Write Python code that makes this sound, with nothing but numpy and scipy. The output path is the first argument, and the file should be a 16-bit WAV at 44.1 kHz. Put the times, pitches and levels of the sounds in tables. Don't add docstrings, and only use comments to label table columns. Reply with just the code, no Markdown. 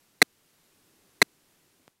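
import sys
import numpy as np
from scipy import signal
from scipy.fft import rfft, irfft
from scipy.io import wavfile

SR = 44100
rng = np.random.default_rng(int(sys.argv[2]) if len(sys.argv) > 2 else 0)


def digitize_waveform(pressure):
    field = np.atleast_2d(pressure).T
    bounded = np.clip(field, -1, 1)
    quanta = np.round(bounded * 32767).astype(np.int16)
    wavfile.write(sys.argv[1], SR, quanta)


N = 88200

CHOP_HZ = 2048
SENSE_AFTER_MS = 4.15
OVERSAMPLE = 8
POP_S = 1.8792


def undb(db):
    return 10 ** (np.asarray(db) / 20)


def level(t, rows):
    return undb(np.interp(t, *np.array(rows).T))


def noise(gain):
    x = irfft(rfft(rng.standard_normal(N)) * gain, N)
    return x / np.std(x)


def hiss(t, hz):
    # frequency in Hz, relative strength there in dB.
    hiss_tone = [(20, -8), (40, -11), (64, -14), (88, -3.5), (114, -6), (145, -1.5), (230, -3.5), (400, -6),
                 (656, -9), (12300, -14), (15500, -19)]
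    # time in seconds, level in dB.
    hiss_levels = [(0, -66.5), (.21, -68), (.3, -68.5), (.5, -66.5), (1.15, -65.5), (1.3, -67.5),
                   (1.5, -66.5), (1.88, -68)]
    points_hz, db = np.array(hiss_tone).T
    tone = undb(np.interp(np.log(hz), np.log(points_hz), db))
    return level(t, hiss_levels) * noise(tone * (hz < 15800))


def rumble(t, hz):
    # time in seconds, level in dB.
    rumble_levels = [(0, -88), (.7, -82), (.83, -71.5), (1.1, -71), (1.35, -78), (1.65, -77.5),
                     (1.8, -71.5), (1.88, -83.5)]
    centre_hz, width_hz = 330, 220
    return level(t, rumble_levels) * noise(1 / (1 + (2 * (hz - centre_hz) / width_hz) ** 2))


def amplifier(x, coupling_hz, bass_hz, q):
    w = 2 * np.pi * bass_hz
    swinging = signal.lfilter(*signal.bilinear([1, 0, 0], [1, w / q, w * w], SR), x)
    sagging = signal.lfilter(*signal.butter(1, coupling_hz, "high", fs=SR), swinging)
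    return signal.lfilter(*signal.butter(1, 9000, "low", fs=SR), sagging)


def pulses(t, width_ms, count):
    edge = lambda u: np.clip(u * SR * OVERSAMPLE, 0, 1)
    uneven = 1 + rng.standard_normal((count, 2)) * [.07, .025]
    burst = 0
    for k, (height, stretch) in enumerate(uneven):
        since_on = t - k / CHOP_HZ
        burst += height * (edge(since_on) - edge(since_on - stretch * width_ms / 1000))
    return burst


def coil(t, sense_count, closing_height):
    sense_t = t - SENSE_AFTER_MS / 1000
    answer_t = sense_t - sense_count / CHOP_HZ
    check_t = answer_t - .00122
    closing_t = check_t - 2 / CHOP_HZ
    return (pulses(t, width_ms=.326, count=7)
            + .23 * pulses(sense_t, width_ms=.035, count=sense_count)
            - 1.04 * pulses(answer_t, width_ms=.115, count=2)
            - .17 * pulses(check_t, width_ms=.035, count=2)
            + closing_height * pulses(closing_t, width_ms=.035, count=2))


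def rotor(t, hz, sense_count):
    answer_s = SENSE_AFTER_MS / 1000 + sense_count / CHOP_HZ
    peak_after_s, spread_s = .00185, .00225
    from_peak = t - answer_s - peak_after_s
    return np.exp(-(from_peak / spread_s) ** 2) * np.sin(2 * np.pi * hz * from_peak)


def watch(t):
    # start in seconds, current direction (1 or -1), level in dB, number of sensing pulses,
    # height of the closing pulses (the drive is 1), wobble pitch in Hz, wobble in dB relative to the tick.
    ticks = [(0.21774, 1, 1, 4, 1.15, 318, -13.6), (1.21753, -1, -0.66, 5, 0.7, 287, -14.4)]
    fine_t = np.arange(N * OVERSAMPLE) / (SR * OVERSAMPLE)
    voltage, wobble = np.zeros(len(fine_t)), np.zeros(N)
    for start, direction, db, sense_count, closing_height, wobble_hz, wobble_db in ticks:
        gain = direction * undb(db)
        near = np.abs(fine_t - start) < .05
        voltage[near] += gain * coil(fine_t[near] - start, sense_count, closing_height)
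        wobble += gain * undb(wobble_db) * rotor(t - start, wobble_hz, sense_count)
    voltage = signal.resample_poly(voltage, 1, OVERSAMPLE)
    return amplifier(voltage, coupling_hz=1050, bass_hz=315, q=2.1) + wobble


def pop(t):
    step = undb(-33.5) * (t >= POP_S)
    return amplifier(step, coupling_hz=600, bass_hz=150, q=.85)


def scene():
    t = np.arange(N) / SR
    hz = np.maximum(np.arange(N // 2 + 1) * SR / N, 1)
    drop_db, fade_db_per_s = -3, -55
    fade = undb((t > POP_S) * (drop_db + fade_db_per_s * (t - POP_S)))
    return (watch(t) + pop(t) + fade * (hiss(t, hz) + rumble(t, hz)))[None]


def record(dry):
    rounded = dry / (1 + dry ** 8) ** (1 / 8)
    return signal.sosfiltfilt(signal.butter(16, 16100, fs=SR, output="sos"), rounded)


dry = scene()
out = record(dry)
digitize_waveform(out)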